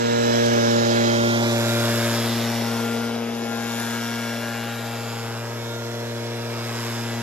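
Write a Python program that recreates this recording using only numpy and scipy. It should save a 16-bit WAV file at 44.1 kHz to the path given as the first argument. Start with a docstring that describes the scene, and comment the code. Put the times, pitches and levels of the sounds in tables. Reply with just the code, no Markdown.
"""On a lawn, a worker with a two-stroke backpack leaf blower at full throttle passes close on the right,
walks off and at the end comes part of the way back.
Each firing drives the exhaust hum and rings the muffler; the echo off the ground shifts as he moves.
Air roars through the fan and hisses from the swinging nozzle, throbbing with the engine.
Brief whines flare up, and two flicks of grit tick against the tube."""
import sys
import numpy as np
from scipy import signal
from scipy.fft import rfft, irfft, next_fast_len
from scipy.io import wavfile
from scipy.ndimage import uniform_filter1d

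SR = 44100
rng = np.random.default_rng(int(sys.argv[2]) if len(sys.argv) > 2 else 0)


def waveform_to_disk(signal):
    """Save audio, clipped to [-1, 1], as 16-bit WAV at the path in sys.argv[1]."""
    frames = np.transpose(np.atleast_2d(signal))
    scaled = np.clip(frames, -1, 1) * 32767
    samples = np.round(scaled).astype(np.int16)
    wavfile.write(sys.argv[1], SR, samples)


N = 318402  # samples in the scene
HOP = 256  # samples from one frame to the next
TIME = np.arange(N) / SR
FRAME_S = np.arange(-(-N // HOP) + 1) * HOP / SR
BIN_HZ = np.fft.rfftfreq(4 * HOP, 1 / SR)

# Average engine speed: time_s, firings_per_s
ENGINE_SPEED = [(0.0, 117.7), (0.54, 117.4), (0.62, 116.7), (1.2, 116.5), (1.26, 117.0), (1.67, 116.1),
                (1.81, 116.8), (2.03, 115.9), (2.23, 116.6), (2.79, 116.2), (3.1, 116.8), (3.6, 116.2),
                (3.68, 116.7), (5.0, 116.5), (5.41, 115.9), (5.45, 116.8), (6.8, 117.1), (6.84, 116.7),
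                (7.18, 116.7), (7.22, 117.3)]
# The worker's path: time_s, distance_m, bearing_deg (positive to the right)
WALK_PATH = [(0.0, 2, 56), (0.5, 1.4, 48), (1.05, 1.335, 43), (1.35, 1.5, 29), (1.66, 1.74, 12.5),
             (2.1, 1.62, 6), (2.65, 2.2, -3.5), (3.05, 2.07, -5.5), (3.5, 3.2, -8.0), (4.1, 4.6, -5),
             (4.8, 5.3, 0.5), (5.3, 5.3, 7), (5.9, 6.8, 11.5), (6.6, 6.5, 9.5), (7.22, 4.15, 6)]
# How squarely the exhaust faces the microphone: time_s, share (0-1)
EXHAUST_FACING = [(0, 0.24), (1.2, 0.2), (1.7, 0.94), (3, 0.31), (4, 0.75), (5, 0.34), (5.6, 0.3),
                  (7.2, 0.6)]
# Swing of the nozzle: time_s, gain_db toward the microphone, before each air layer's share
NOZZLE_AIM = [(0, -1.5), (.4, 1), (1.4, 0), (2.1, 0), (2.45, -1.8), (2.85, -3), (3.2, -6.5), (3.45, -5),
              (3.8, 0.5), (4.1, -0.5), (4.5, -0.9), (4.9, -1.4), (5.4, -2.5), (6.1, -1), (6.45, -1.1),
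              (6.85, 1), (7.22, -2.5)]

# Low partials of the exhaust: multiple of the firing rate, curve name, extra_db, side_on_gain_db
HUM_PARTIALS = [(1, "boom", 0, 1), (2, "drone", 0, 2), (3, "growl", 1.5, 2.5), (4, "blare", 0, 4.5),
                (5, "bray", -0.7, 0.5), (6, "drone", -16, 2.5)]
# Level curves of the hum, before the extra gains: time_s, level_db
BOOM_LEVEL = [(0, -33.5), (.5, -29.5), (1, -30), (1.8, -26.5), (2.7, -32.5), (3.35, -41), (3.8, -37),
              (4.4, -37), (5.3, -33.5), (5.8, -34.5), (7.22, -32)]  # the firing note
DRONE_LEVEL = [(0, -28.5), (.55, -26), (1.3, -26), (1.7, -28), (2.9, -27), (3.4, -30), (4.2, -31),
               (5.5, -40.5), (6.1, -37.5), (6.6, -37.5), (7.22, -32)]  # its octave, also used for the sixth partial
GROWL_LEVEL = [(0, -39), (.5, -33), (1.2, -32), (2.1, -36), (3, -46), (4.5, -48), (5.1, -51.5),
               (5.9, -42.5), (7.22, -44)]  # the third partial
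BLARE_LEVEL = [(0, -29.5), (.45, -30.5), (1.4, -39.5), (2.4, -39), (2.9, -33.5), (4, -42), (4.7, -43.5),
               (5.6, -40), (6.2, -38.5), (7.22, -44.5)]  # the double octave
BRAY_LEVEL = [(0, -28.5), (.5, -23), (1.1, -26), (1.5, -29.5), (2.05, -31), (2.8, -42.5), (3.3, -44),
              (4, -58), (4.35, -39), (4.85, -45), (5.15, -50), (5.65, -41), (6.3, -41), (7.22, -46.5)]  # the fifth partial
# Level curves of the partials that sing out, before the shared boost: time_s, level_db
HONK_LEVEL = [(0, -44), (.7, -33), (1.1, -34), (1.7, -44.5), (2.1, -48), (2.5, -39.5), (2.85, -40),
              (3.25, -44), (3.6, -38), (4.1, -51), (4.5, -41.5), (5.2, -41.5), (5.8, -62), (6.7, -57),
              (7.22, -43)]
TWANG_LEVEL = [(0, -35), (.8, -43), (1.9, -43), (2.4, -47), (3, -46), (3.55, -53), (3.75, -45), (4.2, -42),
               (4.5, -57), (5.5, -46), (6.3, -49), (7.22, -45)]
NASAL_LEVEL = [(0, -39), (0.4, -40.5), (1.3, -31.5), (1.5, -41), (1.8, -36), (2.1, -48), (2.55, -50),
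               (2.7, -40.5), (2.92, -36), (3.1, -39.5), (3.3, -54), (3.52, -40), (4.3, -41), (5.3, -45.5),
               (5.55, -55), (5.75, -42), (6.05, -53), (7.22, -48)]
REEDY_LEVEL = [(0, -37.5), (.75, -36), (1.2, -47), (1.7, -50), (2.13, -39), (2.3, -50), (3.35, -51),
               (3.55, -43), (4, -39.8), (4.55, -41.5), (5.18, -54), (5.32, -44), (5.8, -55), (6.6, -50),
               (6.8, -45.5), (7.22, -44)]
# Ring of the muffler, before the loss with distance: time_s, level_db
RASP_LEVEL = [(0.0, -29), (0.4, -31), (1.2, -30.5), (1.6, -28.5), (2.1, -28), (2.7, -30.5), (3.3, -32),
              (3.7, -27.5), (4.4, -28), (5.0, -26.5), (5.4, -28), (5.8, -30.5), (6.4, -27), (6.9, -23.5),
              (7.22, -27.5)]
# Resonances of the muffler: pitch_hz, width_hz, relative level_db
MUFFLER_MODES = [(1070, 240, -18), (1294, 80, -14.5), (1605, 100, -13), (1985, 42, -18), (2215, 52, -16.5),
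                 (2780, 87, -26), (2880, 1500, -21)]
# Resonances of the fan housing: pitch_hz, width_hz, relative level_db
HOUSING_MODES = [(3400, 240, -10), (3750, 390, -16), (4005, 180, -14), (4940, 240, -26), (5600, 190, -13.5),
                 (6880, 150, -19)]

# Layers of the air, by name: base level_db, loss_db per doubling of distance,
# share of the nozzle's swing, loss_db behind his body (negative means louder)
AIR_LAYERS = {"roar": (-29.5, 3.5, 0.23, -2), "rush": (-28, 3.5, 1, -0.5), "sizzle": (-31, 4, 1.3, 0.5),
              "hiss": (-30.5, 4.5, 1.78, 14), "whistle": (-40, 3, 3, 14)}
# Tone colours of the air: pitch_hz, relative level_db
ROAR_COLOUR = [(20, -62), (43, -27), (68, -9.5), (130, -13.5), (200, -6.5), (300, -3.5), (410, 2.5),
               (520, 0.5), (630, 5), (800, -3), (1000, -3), (1400, -26), (3000, -72)]
RUSH_COLOUR = [(400, -60), (800, -11), (1100, 1), (1600, 1), (2200, -1), (2900, -4.5), (3450, -4.5),
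               (3950, -11.5), (4600, -45), (7000, -58)]
SIZZLE_COLOUR = [(2500, -16.5), (3700, 3.5), (4200, 2), (4700, 3), (5100, 6.5), (5600, 1.5), (6000, 2.5),
                 (6400, 1), (7100, -7.5), (7800, -5), (9000, -43)]
HISS_COLOUR = [(4000, -35), (6500, -8), (7500, -2), (8500, -1), (9500, 0.5), (11000, 1.5), (12300, -1),
               (13700, -2), (14300, -14), (15000, -40)]
# Narrow whines that flare up as he turns: middle_s, length_s, pitch_hz, level_db, roughness (0-1)
WHINE_FLARES = [(.2, .7, 7000, -45, .7), (.25, .7, 3930, -44.5, .1), (.25, .8, 3380, -40, 0),
                (1.18, .56, 3320, -40.5, 0.4), (1.62, .3, 7050, -41, .7), (1.72, .45, 3740, -37, .4),
                (2.3, 1.1, 3390, -43.5, 0.3), (2.4, .9, 3750, -44, 0.3), (2.55, .8, 5520, -43, 0.9),
                (3.75, 1, 7050, -46, .7), (4.1, 0.89, 5600, -47, 0.6), (4.1, 1.55, 2240, -47.5, .1),
                (4.25, .9, 4080, -53, .85), (4.5, 2.3, 2798, -49.5, .05), (5.05, .7, 5050, -48, .85),
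                (5.1, 0.34, 7040, -47.5, 0.5), (5.72, .25, 3780, -44.5, 0), (6.9, 0.93, 5060, -45, .85)]
# Grit flicking against the tube: start_s, level_db, pitch_hz
GRIT_TICKS = [(.462, -19.5, 8200), (3.801, -16.5, 10800)]

# The microphone's two ports: pitch_hz, share of the pan, own left-minus-right level_db,
# likeness of the ports (0-1), factor on the time lag
PORT_BANDS = [(109, 0.33, 2.5, 0.55, 1.6), (241, 0.16, 1.3, 1, 2.43), (523, 0.97, 2.5, 0.73, 1.84),
              (775, 1.65, 0, 0.6, 1.62), (1630, 1.03, 0.5, 0.86, 1.16), (2600, 0.66, -2, 1, 0.87),
              (4300, 1.34, -6.5, 0.39, 1.36), (5500, 0.42, -12, 0.15, 1.16), (6800, 0.94, -4, 0.11, 0.56),
              (7840, 1.4, -1.5, 0.54, 0.35), (8550, 1, -4, 0.55, 0.22), (9200, 0.1, -1.5, 1, 0.032),
              (11100, 0.1, 2, 0.95, 0.015), (12500, 0.08, 0, 0.79, 0.01)]
# In the treble the left channel runs out of step with the right: pitch_hz, left_lead_rad
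LEFT_TREBLE_LEAD = [(4400, 0), (5800, -1), (7300, 1), (8600, 2), (9600, 3.5), (11000, 5), (12000, 5), (13000, 7.5),
                    (14300, 9)]

HONK_ORDER, TWANG_ORDER, NASAL_ORDER, REEDY_ORDER = 7, 8, 12, 14  # multiples of the firing rate
EXHAUST_BOOST_DB = 3  # shared by the hum and the singing partials
FAR_M = 2.8  # around this distance the firing note begins to trail further behind
PUFF_TURNS = 0.18  # half width of the burst at each firing
SHADOW_DEG, SHADOW_EDGE_DEG = 20.2, 15  # bearing where his body half hides the nozzle, and softness
HEIGHTS_M = 3.233  # height of the engine plus height of the microphone
SOUND_M_PER_S = 343
PORT_LAG_MS = 0.47  # delay for a sound from the side, before each band's factor
# Left minus right, straight ahead and toward the sides, before each band's share:
PAN_AHEAD_DB, PAN_SWING_DB, PAN_WIDTH_DEG = 3.5, 7, 20
EDGE_HZ = 15600  # the recorder's treble limit


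def crank(flutter=0.0012, flutter_hz=25):
    """Turns of the crankshaft, one per firing; uneven burns make the speed flutter."""
    unevenness = np.interp(TIME, FRAME_S, wander(flutter_hz))
    firings_per_s = at(ENGINE_SPEED, TIME) * (1 + flutter * unevenness)
    return np.cumsum(firings_per_s) / SR


def hum(turns, pipe_turns=0.12, pipe_hz=295, pipe_q=4, waver_db=0.29, burn_db=0.3, burn_hz=45):
    """The low partials of the exhaust pulse strike together and ring the pipe; the firing note trails."""
    curves = {"boom": BOOM_LEVEL, "drone": DRONE_LEVEL, "growl": GROWL_LEVEL,
              "blare": BLARE_LEVEL, "bray": BRAY_LEVEL}
    out = np.zeros(N)
    far = .5 + .5 * np.tanh(2 * (at(WALK_PATH, FRAME_S) - FAR_M))
    for order, name, extra_db, side_db in HUM_PARTIALS:
        level = extra_db + at(curves[name], FRAME_S) + side_db * side_on(FRAME_S)
        level = level + waver_db * np.log2(order) * wander(11.0)
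        # uneven burns roughen the overtones
        level = level + burn_db * np.log2(order + 0.41) * wander(burn_hz)
        detune = order * at(ENGINE_SPEED, FRAME_S) / pipe_hz
        late = np.arctan(pipe_q * (detune - 1 / detune))
        if order == 1:
            late = late + (1 + far) * np.pi / 2  # the firing note trails more from afar
        out += partial(turns - pipe_turns, order, np.exp(-1j * late) * amp(level + EXHAUST_BOOST_DB))
    return out


def overtone(turns, curve, order, waver, throb=0, waver_hz=12):
    """One partial of the exhaust sings out, coming and going as he walks; it may throb with each firing."""
    unsteady = 1 + waver * (wander(waver_hz) + 1j * wander(waver_hz))
    gain = amp(at(curve, FRAME_S) + EXHAUST_BOOST_DB) * unsteady
    return partial(turns, order, gain) * (1 + throb * np.cos(2 * np.pi * turns))


def rasp(turns, order=9, count=28):
    """The buzz of the muffler: its partials strike together, one crack a firing."""
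    orders = [k for k in range(order, count) if k not in (NASAL_ORDER, REEDY_ORDER)]
    return ring(turns, MUFFLER_MODES, orders, muffler_level(), echo=0.8, scatter=0.91, scatter_hz=2.5)


def whine(turns, order=28, count=64):
    """The fan's high partials ring its housing, each swelling and fading on its own."""
    level = air_level("sizzle", FRAME_S) - 3.0
    return ring(turns, HOUSING_MODES, range(order, count), level, echo=0.53, scatter=1.0, scatter_hz=2.5)


def ring(turns, modes, orders, level_db, echo, scatter, scatter_hz, smear=0.015):
    """Each turn rings a shell; paths off the body and the yard make single partials swell and fade."""
    out = np.zeros(N)
    firing_hz = np.mean(at(ENGINE_SPEED, FRAME_S))
    for order in orders:
        hz = order * firing_hz
        power = sum(amp(db) ** 2 / (1 + (2 * (hz - mode_hz) / width_hz) ** 2)
                    for mode_hz, width_hz, db in modes)
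        paths = ground(hz, echo) + scatter * (wander(scatter_hz) + 1j * wander(scatter_hz))
        # the shell spreads each crack in time
        late = np.exp(-1j * smear * (order - np.mean(orders)) ** 2)
        out += partial(turns, order, np.sqrt(power) * paths * late * amp(level_db))
    return out


def partial(turns, order, gain):
    """One multiple of the firing rate, a cosine with a moving complex gain."""
    shift = np.interp(TIME, FRAME_S, np.unwrap(np.angle(gain)))
    return np.interp(TIME, FRAME_S, abs(gain)) * np.cos(2 * np.pi * order * turns + shift)


def air(turns):
    """Air through the blower: roar of the tube, rush of the intake, sizzle of the fan, hiss of the nozzle."""
    roar = flow(turns - .15, ROAR_COLOUR, air_level("roar", TIME) - .5, throb=0.25, gust_db=0.83)
    rush = flow(turns, RUSH_COLOUR, air_level("rush", TIME) - 2.0, throb=0.25, gust_db=0.5)
    sizzle = flow(turns, SIZZLE_COLOUR, air_level("sizzle", TIME), throb=0.56, gust_db=0.78)
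    hiss = flow(turns, HISS_COLOUR, air_level("hiss", TIME), throb=2.1, gust_db=0.5)
    return roar + rush + sizzle + hiss + whistle(turns)


def flow(turns, spectrum, level_db, throb, gust_db):
    """Turbulent air, made of coloured noise, that puffs up with each firing."""
    bursts = puffs(turns)
    depth = throb * at(EXHAUST_FACING, TIME)
    gate = np.sqrt((1 + depth * bursts) / (1 + depth * bursts.mean()))  # keeps the mean power
    gusts = gust_db * np.interp(TIME, FRAME_S, wander(21))
    return noise(spectrum) * gate * amp(level_db + gusts)


def puffs(turns):
    """A burst of height about 1 each time the exhaust port opens; no two are quite equal."""
    firing = np.round(turns).astype(int)
    strength = amp(rng.standard_normal(firing[-1] + 1))[firing]
    return strength * np.exp(-.5 * ((turns - firing) / PUFF_TURNS) ** 2)


def whistle(turns, hz=7130, width_hz=420):
    """Each firing blows a short, narrow whistle out of the engine."""
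    return breath(turns, hz, width_hz) * amp(air_level("whistle", TIME))


def breath(turns, hz, width_hz):
    """A narrow band of air, blown out in one burst a firing."""
    band = [(hz - 3 * width_hz, -40), (hz - width_hz / 2, -3), (hz, 0),
            (hz + width_hz / 2, -3), (hz + 3 * width_hz, -40)]
    return noise(band) * unit(puffs(turns))


def flares(turns, width_hz=130, breath_hz=280, edge_db=10):
    """Brief whines, part clean partials and part throbbing air, that swell and fade together."""
    tones, airy = np.zeros(N), np.zeros((2, N))
    firing_hz = np.mean(at(ENGINE_SPEED, FRAME_S))
    for middle_s, length_s, hz, db, rough in WHINE_FLARES:
        middle = round(hz / firing_hz)
        level = db - edge_db * (2 * (FRAME_S - middle_s) / length_s) ** 2
        clean = ring(turns, [(hz, width_hz, 0)], range(middle - 1, middle + 2), level,
                     echo=0, scatter=0.41, scatter_hz=6.9)
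        tones += np.sqrt(1 - rough) * clean
        airy += np.sqrt(rough) * breath(turns, hz, breath_hz) * np.interp(TIME, FRAME_S, amp(level))
    return tones, airy


def ticks(decay_s=0.00055, knock=0.59):
    """Short, bright flicks of grit: a fading tone plus a weaker one an octave below."""
    out, t = np.zeros(N), np.arange(SR // 100) / SR
    for start_s, db, hz in GRIT_TICKS:
        flick = np.sin(2 * np.pi * hz * t) + knock * np.sin(np.pi * hz * t)
        out[round(start_s * SR):][:len(t)] += amp(db) * flick * np.exp(-t / decay_s)
    return out


def side_on(t):
    """Near 1 while he passes side-on to the microphone, near 0 once his back is turned."""
    return .5 + .5 * np.tanh((at(WALK_PATH, t, axis=2) - SHADOW_DEG) / SHADOW_EDGE_DEG)


def spreading(t, loss_db):
    """Level in dB, falling by loss_db with each doubling of the distance."""
    return -loss_db * np.log2(at(WALK_PATH, t))


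def air_level(name, t):
    """Level in dB of one air layer, from distance, the nozzle's swing and the shadow of the body."""
    db, loss_db, swing, shadow_db = AIR_LAYERS[name]
    return db + spreading(t, loss_db) + swing * at(NOZZLE_AIM, t) - shadow_db * side_on(t)


def muffler_level(loss_db=5.0):
    """Level in dB of the muffler's ring, weaker with distance, frame by frame."""
    return at(RASP_LEVEL, FRAME_S) + spreading(FRAME_S, loss_db)


def ground(hz, share):
    """The direct sound plus its echo off the ground, which follows sooner the farther away he is."""
    distance = at(WALK_PATH, FRAME_S)
    delay_s = (np.hypot(distance, HEIGHTS_M) - distance) / SOUND_M_PER_S
    return 1 + share * np.exp(-2j * np.pi * hz * delay_s)


def patches(depth_db=2.23, span_hz=300, span_s=0.647, onset_hz=900):
    """Reflections off the moving body colour the air in narrow, slow bands; long waves pass round him."""
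    field = rng.standard_normal((len(BIN_HZ), len(FRAME_S)))
    field = uniform_filter1d(field, round(span_hz / BIN_HZ[1]), axis=0)
    field = unit(uniform_filter1d(field, round(span_s * SR / HOP), axis=1))
    return amp(depth_db * field * (BIN_HZ / (BIN_HZ + onset_hz))[:, None])


def ports(engine, airflow):
    """Places the blower: the far port hears it later and weaker, and the spread-out air differs by port."""
    layers = np.vstack([engine, airflow])
    tones, near, spread = signal.stft(layers, nperseg=4 * HOP, noverlap=3 * HOP)[2]
    hz, colour = BIN_HZ[:, None], patches()
    same = over(PORT_BANDS, hz, axis=3)
    shared = tones + colour * near * np.sqrt((1 + same) / 2)
    apart = colour * spread * np.sqrt((1 - same) / 2)
    bearing = at(WALK_PATH, FRAME_S, axis=2)
    pan_db = PAN_AHEAD_DB - PAN_SWING_DB * np.tanh(bearing / PAN_WIDTH_DEG)
    lean = amp(over(PORT_BANDS, hz, axis=1) * pan_db + over(PORT_BANDS, hz, axis=2))
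    # long waves bend round the microphone's body and take longer
    lag_s = over(PORT_BANDS, hz, axis=4) * PORT_LAG_MS * np.sin(np.radians(bearing)) / 1000
    late = np.exp(-1j * np.pi * hz * lag_s)  # half the lag for each port
    left = (shared + apart) * lean * late * np.exp(1j * over(LEFT_TREBLE_LEAD, hz))
    right = (shared - apart) / late
    pair = np.array([left, right]) * np.sqrt(2 / (1 + lean ** 2))  # keeps the power of the pair
    return signal.istft(pair, nperseg=4 * HOP, noverlap=3 * HOP)[1][:, :N]


def noise(spectrum):
    """Two unrelated noises of one colour."""
    size = next_fast_len(N, real=True)
    colour = amp(over(spectrum, np.fft.rfftfreq(size, 1 / SR)))
    return unit(irfft(rfft(rng.standard_normal((2, size))) * colour, size)[:, :N])


def wander(rate_hz):
    """Slow random drift of rms 1, one value a frame."""
    hz = np.fft.rfftfreq(len(FRAME_S), HOP / SR)
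    slow = rfft(rng.standard_normal(len(FRAME_S))) / (1 + (hz / rate_hz) ** 4)
    return unit(irfft(slow, len(FRAME_S)))


def amp(db):
    """Decibels to gain."""
    return 10 ** (np.asarray(db) / 20)


def unit(x):
    """Scales to an rms of 1."""
    return x / np.sqrt(np.mean(abs(x) ** 2) + 1e-20)


def at(rows, t, axis=1):
    """One column of a curve at the times t."""
    rows = np.array(rows)
    return np.interp(t, rows[:, 0], rows[:, axis])


def over(rows, hz, axis=1):
    """One column of a spectrum at the frequencies hz, read along a logarithmic pitch scale."""
    rows = np.array(rows)
    return np.interp(np.log(hz + 1), np.log(rows[:, 0] + 1), rows[:, axis])


def scene():
    """One crankshaft drives the exhaust and the fan."""
    turns = crank()
    singing = overtone(turns, HONK_LEVEL, HONK_ORDER, waver=0.13)
    singing += overtone(turns, TWANG_LEVEL, TWANG_ORDER, waver=0.25)
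    singing += overtone(turns, NASAL_LEVEL, NASAL_ORDER, waver=0.15)
    singing += overtone(turns, REEDY_LEVEL, REEDY_ORDER, waver=0.19, throb=0.71)
    flare_tones, flare_air = flares(turns)
    engine = hum(turns) + singing + rasp(turns) + whine(turns) + flare_tones
    return ports(engine + ticks(), air(turns) + flare_air)


def record(dry):
    """The recorder's treble limit, a steep low-pass filter."""
    low_pass = signal.firwin(511, EDGE_HZ, window=("kaiser", 9), fs=SR)
    return signal.oaconvolve(dry, low_pass[None], "same")


dry = scene()
out = record(dry)
waveform_to_disk(out)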